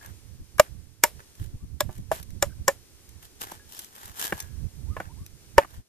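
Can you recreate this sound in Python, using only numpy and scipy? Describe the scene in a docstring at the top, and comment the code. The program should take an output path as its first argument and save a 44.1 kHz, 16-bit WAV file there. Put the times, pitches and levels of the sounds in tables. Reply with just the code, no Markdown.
"""Chopping a green coconut

A heavy knife hacks at a green coconut on dry leaves outdoors, close to the two ports of a phone.
Each blow bursts grainy noise for the crushed wet fibre and rings damped sines for the nut.
Leaves and stalks crackle as clicks of unequal size, the blade clinks, and a few thin tones squeak.
Wind buffets as low noise, mostly on the right, over a soft outdoor hiss and a far animal's gliding whine."""
import sys
import numpy as np
from scipy import signal
from scipy.fft import rfft, irfft
from scipy.io import wavfile
from scipy.ndimage import uniform_filter1d

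SR = 44100
rng = np.random.default_rng(int(sys.argv[2]) if len(sys.argv) > 2 else 0)


def master(y):
    """Save y as 16-bit WAV."""
    cut = np.clip(np.atleast_2d(y).T, -1, 1)
    pcm = np.round(cut * 32767)  # scale
    wavfile.write(sys.argv[1], SR, pcm.astype(np.int16))


N = 259308
TIME = np.arange(N) / SR
SHOT = TIME[:SR // 2]  # the half second that one short sound may last


def undb(db):
    """Turn decibels into gain."""
    return 10 ** (np.asarray(db) / 20)


def unit(x):
    """Scale to rms 1."""
    return x / np.sqrt(np.mean(x ** 2))


def add(out, s, x):
    """Mix x into out from time s on."""
    start = max(int(s * SR), 0)
    n = min(x.shape[-1], out.shape[-1] - start)
    out[:, start:start + n] += x[..., :n]


def colour(x, points):
    """Filter noise through a curve of (Hz, dB) points, smooth over log frequency; rms 1."""
    hz, db = np.transpose(points)
    f = np.fft.rfftfreq(x.shape[-1], 1 / SR)
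    gain = undb(np.interp(np.log(f + 1), np.log(hz), db))
    return unit(irfft(rfft(x) * gain, x.shape[-1]))


def walk(rate):
    """Draw random levels, hold each for 1 / rate seconds and slew them twice; rms 1."""
    hold = int(SR / rate)
    steps = np.repeat(rng.standard_normal(N // hold + 1), hold)
    return unit(uniform_filter1d(uniform_filter1d(steps, hold), hold)[:N])


def grains(n, spread_db):
    """Dense clicks of very unequal size, on three unrelated tracks."""
    size = undb(spread_db * np.minimum(rng.exponential(size=(3, n)), 2 * np.pi))
    return rng.standard_normal((3, n)) * size


def spread(tracks, shared):
    """Left and right from three tracks: one common, one for each side."""
    shared = np.clip(shared, 0, 1)
    return np.sqrt(shared) * tracks[0] + np.sqrt(1 - shared) * tracks[1:]


def ports(x, lag_ms, pan_db):
    """Sound reaches the left port first; positive pan_db favours the left."""
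    left, right = np.broadcast_to(x, (2, x.shape[-1]))
    t = TIME[:len(left)]
    late_right = np.interp(t - lag_ms / 1000, t, right, left=0)
    return np.array([left * undb(pan_db / 2), late_right * undb(-pan_db / 2)])


def fade(t60):
    """Exponential decay by 60 dB in t60 seconds."""
    return np.exp(-np.log(1000) * SHOT / t60)


def mode(hz, t60, phase=0):
    """One damped resonance: a sine that dies away exponentially."""
    return np.sin(2 * np.pi * hz * SHOT + phase) * fade(t60)


# dry leaves pressed or dragged, one row a movement:
# [t/s, length/s, body level before crackle/dB, crisp level before crackle/dB]
RUSTLES = [(0.0, .11, -52, -57), (0.634, 0.048, -55, -68), (1.193, 0.023, -50, -60),
           (1.377, 0.087, -57, -52.5), (1.847, 0.17, -63.5, -58), (2.122, 0.086, -47, -43.5),
           (3.217, 0.058, -57.5, -51), (3.404, 0.042, -42, -37), (3.439, 0.13, -47.5, -47),
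           (3.705, 0.17, -53, -44.5), (3.935, 0.2, -49.5, -47), (4.175, 0.11, -38, -31.5),
           (4.268, 0.19, -47, -47), (4.968, 0.11, -51.5, -63), (5.575, 0.064, -35.5, -54),
           (5.664, 0.14, -59, -59)]
# tone of the nut grinding on the litter: [f/Hz, relative level/dB]
GRIND = [(100, -11.5), (350, -2.5), (600, -2.5), (850, 6), (1300, 2), (1700, 5), (2100, -4), (2600, -7),
         (5000, -20)]
# tone of the brittle leaves: [f/Hz, relative level/dB]
LEAF = [(700, -26), (2000, -24), (3000, 6), (4500, 0.5), (5500, 1.5), (7500, 4), (9500, 1.5), (12000, 7),
        (14300, 3.5), (16000, -16)]
# dry stalks snapping: [t/s, level before fade/dB]
SNAPS = [(0.06, -38.5), (0.582, -32.5), (1.353, -44.5), (1.980, -42), (2.228, -35), (2.305, -41.5),
         (3.091, -43), (3.411, -36.5), (3.518, -34.5), (3.791, -26.5), (3.845, -36.5), (3.953, -39.5),
         (4.056, -34.5), (4.403, -21.5), (4.424, -35), (5.263, -37)]
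# tone of a snapping stalk: [f/Hz, relative level/dB]
STALK = [(470, -40.5), (800, -15), (3930, -9.5), (4340, -14), (5710, -3.5), (7140, -10), (12800, -2.5),
         (15600, -21.5)]


def leaves():
    """The nut grinds over the litter; brittle leaves crackle in uneven spurts and stalks snap."""
    body, crisp = np.zeros((2, N))
    for s, length, body_db, crisp_db in RUSTLES:
        press = np.exp(-np.abs(2 * (TIME - s) / length - 1) ** 3)
        body += undb(body_db) * press
        crisp += undb(crisp_db) * press
    rustle = body * colour(spread(grains(N, spread_db=4.5), shared=0.8), GRIND)
    rustle += crisp * colour(spread(grains(N, spread_db=2.2), shared=0.11), LEAF)
    # single leaves give way at random, about 170 a second, each with a short spurt
    breaks = (rng.random(N) < 170 / SR) * np.minimum(rng.exponential(size=N), 2)
    rustle *= 0.7 + 1.4 * signal.fftconvolve(breaks, fade(0.008))[:N]
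    snaps = np.zeros((2, N))
    for s, db in SNAPS:
        stalk = colour(spread(grains(len(SHOT), spread_db=4), shared=1.0), STALK)
        add(snaps, s, undb(db) * fade(0.02) * stalk)
    return ports(rustle, lag_ms=0.42, pan_db=-0.5) + ports(snaps, lag_ms=0.5, pan_db=1.5)


# breeze at the exposed right port, with a lull in the middle: [t/s, level before turbulence/dB]
BREEZE = [(0, -40.5), (.15, -48.5), (1.2, -46.5), (2.0, -39), (2.64, -41), (2.76, -52), (3.9, -57.5),
          (4.57, -45), (4.67, -37), (5.1, -36.5), (5.36, -53), (5.8, -43.5), (5.88, -90)]
# gusts that reach round to both ports: [t/s, right level/dB, left minus right/dB]
GUSTS = [(0.41, -35, -1), (1.418, -25.5, -7), (1.551, -33.5, 2), (1.64, -34, 2), (1.989, -27, -2),
         (2.30, -38, -5), (2.451, -36.5, -6.5), (2.611, -31, -5), (4.352, -40, 2.5), (4.91, -29, -9.5),
         (5.22, -34, -1), (5.79, -38.5, 0.5)]
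# tone of the buffeting: [f/Hz, relative level/dB]
BUFFET = [(20, -6), (45, -4.5), (70, 3), (110, -2.5), (180, -13), (300, -22.5), (500, -37.5), (1000, -50.5),
          (3000, -87.5)]
SHELTER_DB, TURBULENCE_DB = -27, 5.5  # the left port lies in the lee; rms spread of the eddies
GUST_S = 0.018  # time a gust takes to swell, and to die


def wind():
    """Eddies thump as low noise on the exposed right port; mainly the gusts reach the left one too."""
    right = undb(np.interp(TIME, *np.transpose(BREEZE)) + TURBULENCE_DB * walk(22))
    left = undb(SHELTER_DB) * right
    for s, db, pan_db in GUSTS:
        gust = undb(db) * np.exp(-((TIME - s) / GUST_S) ** 2)
        left = np.hypot(left, undb(pan_db) * gust)
        right = np.hypot(right, gust)
    rumble = colour(spread(rng.standard_normal((3, N)), shared=0.12), BUFFET)
    return np.array([left, right]) * rumble


# level of the steady hiss, which rises and dips: [t/s, level before flicker and pan/dB]
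HISS = [(0, -54), (.4, -60.5), (.6, -57), (1.0, -63.5), (1.17, -55.5), (1.72, -62), (2.05, -59.5),
        (3.7, -55.5), (5.78, -57.5), (5.83, -67.5)]
# tone of the hiss: [f/Hz, relative level/dB]
AIR = [(100, 6.5), (400, 12), (600, 2), (1200, -1), (1800, 0), (2700, -0.5), (4000, 0.5), (6000, 3.5),
       (8000, -0.5), (8900, 3), (10000, -1.5), (14000, -3), (16000, -18)]


def outdoors():
    """A smooth, wide noise hiss of distant foliage, flickering slightly in level."""
    hiss = colour(spread(rng.standard_normal((3, N)), shared=0.4), AIR)
    level_db = np.interp(TIME, *np.transpose(HISS)) + 0.5 * walk(14)
    return ports(hiss * undb(level_db), lag_ms=0.091, pan_db=0.97)


# light touches on the blade: [t/s, level before pan/dB, treble from the third mode up/dB, ring factor]
CLINKS = [(0.013, -47.5, -16, .25), (0.057, -46, -12, 0.15), (3.597, -53, -24, 0.37),
          (4.216, -43, -14, 1.1), (4.327, -46, -14, 1.08), (4.401, -52, 17, 0.56)]
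# modes of the steel: [f/Hz, relative level/dB, t60 before ring factor/s]
BLADE = [(1670, 0, .55), (1755, -8, .25), (3500, -11, .15), (5600, -3, .12), (6400, 0, .16),
         (7900, -8, .12), (11970, -6, .1)]


def blade():
    """The steel rings in damped modes; a firm grip damps it sooner."""
    out = np.zeros((2, N))
    for s, db, treble_db, ring in CLINKS:
        steel = 0
        for k, (hz, mode_db, t60) in enumerate(BLADE):
            steel = steel + undb(mode_db + treble_db * (k > 1)) * mode(hz, t60 * ring)
        add(out, s, ports(undb(db) * steel, lag_ms=0.055, pan_db=2.0))
    return out


# tone of crushed fibre, before each blow's tilt and brightest band: [f/Hz, relative level/dB]
CRACK = [(200, -3.5), (700, 4), (2000, 1), (2750, -8.5), (3400, -3), (4300, -9), (5400, 3), (6200, -5.5),
         (7300, 2), (9800, -12), (11600, -0.5), (14000, 0.5), (16000, -34)]
ENTRY_S = 0.012  # lead of the faint onset before the main burst


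def crack(bite, ring, crack_hz, tilt_db):
    """A faint grainy noise swells just before the burst; fibres then tear more weakly as the blade wedges."""
    t = np.maximum(SHOT - ENTRY_S, 0)
    onset = undb(-16.5) * np.exp(-np.abs(SHOT - ENTRY_S - bite) / (1.3 * bite))
    burst = (t / bite) ** 2 * np.exp(2 * (1 - t / bite))
    tear = undb(-17) * (1 - np.exp(-(t / bite) ** 2)) * np.exp(-t / (0.019 * ring))
    # every cut has its own slope and brightest band
    hz = np.geomspace(200, 18000, 80)
    band_db = 7 * np.exp(-(np.log(hz / crack_hz) / 0.18) ** 2)
    db = np.interp(hz, *np.transpose(CRACK)) + tilt_db * np.log2(hz) + band_db
    fibres = colour(spread(grains(len(SHOT), spread_db=1.5), shared=0.76), np.column_stack([hz, db]))
    return fibres * (onset + burst + tear)


# what the struck nut rings with:
# [f before detune/Hz, level before tilt/dB, t60 before cap and ring factor/s]
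HUSK = [(355, -11, 0.055), (572, -10, 0.014), (623, -4.5, 0.12), (730, -9, .035), (804.2, 1, .04),
        (1004, -3, 0.056), (1141.7, -2.5, 0.083), (1485.4, -2.5, .04), (1720, 5.5, 0.034),
        (1960, -6.5, 0.01), (2317, -5, 0.058), (2555, -17, 0.013), (2825, -10, 0.1)]
# the soil under the nut: [f/Hz, relative level/dB, t60/s]
GROUND = [(141, 0.5, 0.0061), (186, -2.5, 0.063), (324, -2.5, 0.044)]
# tone of wet pulp squashed by the blade: [f/Hz, relative level/dB]
PULP = [(120, -18.5), (340, -16), (500, 0.5), (650, -3), (1100, -3.5), (1700, -9.5), (2600, -13.5),
        (5000, -32)]
# tone of the blow scattered by the ground and trees: [f/Hz, relative level/dB]
TAIL = [(200, 1), (600, 9.5), (1100, -3.5), (2000, -1), (4000, -2.5), (7000, -5.5), (12000, 2.5),
        (15000, -11)]
HOLLOW_T60_S, KNOCK_T60_S = 0.06, 0.042  # before the ring factor
BITE_S = 0.0021  # rise time as the edge enters the skin
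NUT_LAG_MS, NUT_PHASE_RAD = 0.025, 0.73  # delay of the right port; phase gap between the ports


def strike(hollow_hz, hollow_db, knock_hz, knock_db, husk_db, tilt_db,
           crack_db, crack_hz, crack_tilt_db, push_s, ring, tail_db, thud_db):
    """The edge sinks in: fibres crack while the push builds up, rings the nut and thuds on the soil."""
    cut = 1 - np.exp(-(SHOT / BITE_S) ** 2)
    push = 1 - np.exp(-(SHOT / push_s) ** 2)
    thud = sum(undb(db) * mode(hz, t60) for hz, db, t60 in GROUND)
    # the hollow and knock modes depend on where the blade lands
    lead = NUT_PHASE_RAD * np.array([[0.5], [-0.5]])
    hollow = undb(hollow_db) * mode(hollow_hz, HOLLOW_T60_S * ring, lead)
    knock = undb(knock_db) * mode(knock_hz, KNOCK_T60_S * ring, lead)
    body = push * (hollow + knock)
    # each husk mode radiates a little differently to the two ports
    for k, (hz, db, t60) in enumerate(HUSK):
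        detune, *scatter = rng.standard_normal(3)
        phase = k * np.pi + lead + 0.48 * np.array(scatter)[:, None]
        gain = undb(husk_db + db + tilt_db * np.log2(hz / 1000))
        body += gain * cut * mode(hz * (1 + 0.022 * detune), min(t60, 0.048) * ring, phase)
    # soft pulp fills the gaps between the modes with a dull crunch
    pulp = colour(spread(rng.standard_normal((3, len(SHOT))), shared=0.6), PULP)
    body += undb(husk_db - 2) * pulp * push * fade(0.06 * ring)
    tail = colour(spread(grains(len(SHOT), spread_db=1.5), shared=0.4), TAIL)
    tail *= cut * (fade(0.19) + undb(-23) * fade(0.45))
    out = undb(crack_db) * crack(BITE_S, ring, crack_hz, crack_tilt_db)
    add(out, ENTRY_S, body + undb(tail_db) * tail + undb(thud_db) * cut * thud)
    return ports(out, NUT_LAG_MS, pan_db=-0.44)


# chops, levels before envelopes and pan:
# [t/s, hollow f/Hz, hollow level/dB, knock f/Hz, knock level/dB, husk level/dB, husk tilt/dB per octave,
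# crack level/dB, crack f/Hz, crack tilt/dB per octave, push rise/s, ring factor, tail level/dB]
CHOPS = [(0.596, 600.3, 9.5, 1185, 6.5, -7.5, 4, -8.5, 2259, 0, 0.0035, .51, -37.5),
         (1.0360, 596, -8, 935, 1.5, -17.5, 3, -7.5, 2310, 1.5, 0.0085, 0.88, -33.5),
         (1.8049, 594, -8.5, 1680, -14.5, -21, -3.5, -17.5, 3670, 1, 0.0067, 0.74, -43.5),
         (2.1144, 651, -10.5, 760, -15.5, -22, -4.5, -37, 7000, 2, 0.0016, 0.87, -33.5),
         (2.4240, 571, -4, 944, -26, -15.5, -2, -13, 6940, -0.5, 0.0069, 0.74, -38.5),
         (2.6791, 554, -3, 1780, -3.5, -14, -2.5, -12.5, 6860, -0.5, 0.0084, 0.94, -36.5),
         (5.5799, 570, 3, 904, 6, -7.5, -2.5, -11, 2880, -3.5, 0.0043, 0.78, -41)]
# light knocks: [t/s, husk level/dB, knock f/Hz, husk tilt/dB per octave, ring factor]
TAPS = [(0.5830, -40.5, 1186, 6.5, 2.35), (1.8901, -49.5, 880, -13, 2.26), (3.517, -37, 863, -6, 0.63),
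        (4.323, -18, 1580, 0.5, 0.52), (4.9652, -33, 1062, -2.5, 1.1), (5.0003, -27, 1493, -2, 0.7),
        (5.646, -39, 1180, -1, 0.64)]
CHOP_THUD_DB = -34  # the soil thuds alike under every chop
# a tap's parts against its husk level (dB), and the settings all taps share
TAP_HOLLOW_DB, TAP_KNOCK_DB, TAP_CRACK_DB, TAP_TAIL_DB, TAP_THUD_DB = -15, 5, -19.5, -28, -4
TAP_HOLLOW_HZ, TAP_CRACK_HZ, TAP_PUSH_S = 640, 2400, 0.0011


def blows():
    """Chops cut deep and each sounds its own way; taps ring the same nut with little crack."""
    out = np.zeros((2, N))
    for s, *settings in CHOPS:
        add(out, s - ENTRY_S, strike(*settings, CHOP_THUD_DB))
    for s, db, knock_hz, tilt_db, ring in TAPS:
        tap = strike(TAP_HOLLOW_HZ, db + TAP_HOLLOW_DB, knock_hz, db + TAP_KNOCK_DB, db, tilt_db,
                     db + TAP_CRACK_DB, TAP_CRACK_HZ, 0, TAP_PUSH_S, ring,
                     db + TAP_TAIL_DB, db + TAP_THUD_DB)
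        add(out, s - ENTRY_S, tap)
    return out


def glides(table, shape, waver, flutter_db):
    """Thin sines that all bend along one shape, unsteady in pitch and level."""
    out = np.zeros((2, N))
    bend = 1 + waver * walk(220)
    flutter = undb(flutter_db * walk(57))
    for s, length, pitch_hz, db in table:
        u = np.linspace(0, 1, int(length * SR))
        curve = np.polyval(np.polyfit([0, 0.5, 1], shape, 2), u)
        hz = pitch_hz * curve * bend[int(s * SR):][:len(u)]
        tone = np.sin(2 * np.pi * np.cumsum(hz) / SR)
        add(out, s, undb(db) * np.sin(np.pi * u) * tone)
    return out * flutter


# far whines: [t/s, length/s, f before bend and waver/Hz, peak level before flutter/dB]
WHINES = [(1.552, 0.106, 1150, -70.5), (4.86, .11, 1220, -55.5), (5.075, .06, 1000, -57.5),
          (5.14, .13, 1130, -62)]
# pitch at start, middle and end [share of f]
WHINE_ARCH = (0.54, 0.94, 1)


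def animal():
    """Whines from far away arch up in pitch, their level broken up by the distance."""
    return glides(WHINES, WHINE_ARCH, waver=0.05, flutter_db=3.5)


# squeaks along the smooth skin: [t/s, length/s, f before bend and waver/Hz, peak level before flutter/dB]
SQUEAKS = [(2.494, .02, 1680, -57), (2.518, .018, 1520, -57), (3.745, .044, 5400, -57)]
# pitch at start, middle and end [share of f]
SQUEAK_FALL = (0.94, 0.99, 0.67)


def squeaks():
    """A leaf edge or the blade squeaks along the skin, as a brief tone that ends falling in pitch."""
    return glides(SQUEAKS, SQUEAK_FALL, waver=0.033, flutter_db=4.5)


def scene():
    """Mix all sources at the two ports."""
    return leaves() + wind() + outdoors() + blade() + blows() + animal() + squeaks()


TOP_HZ = 14700  # upper edge of the passband


def record(dry):
    """Peaks beyond full scale clip; a steep low-pass cuts the top."""
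    low_pass = signal.ellip(8, 0.1, 60, TOP_HZ, fs=SR, output="sos")
    return signal.sosfiltfilt(low_pass, np.clip(dry, -1, 1))


dry = scene()
out = record(dry)
master(out)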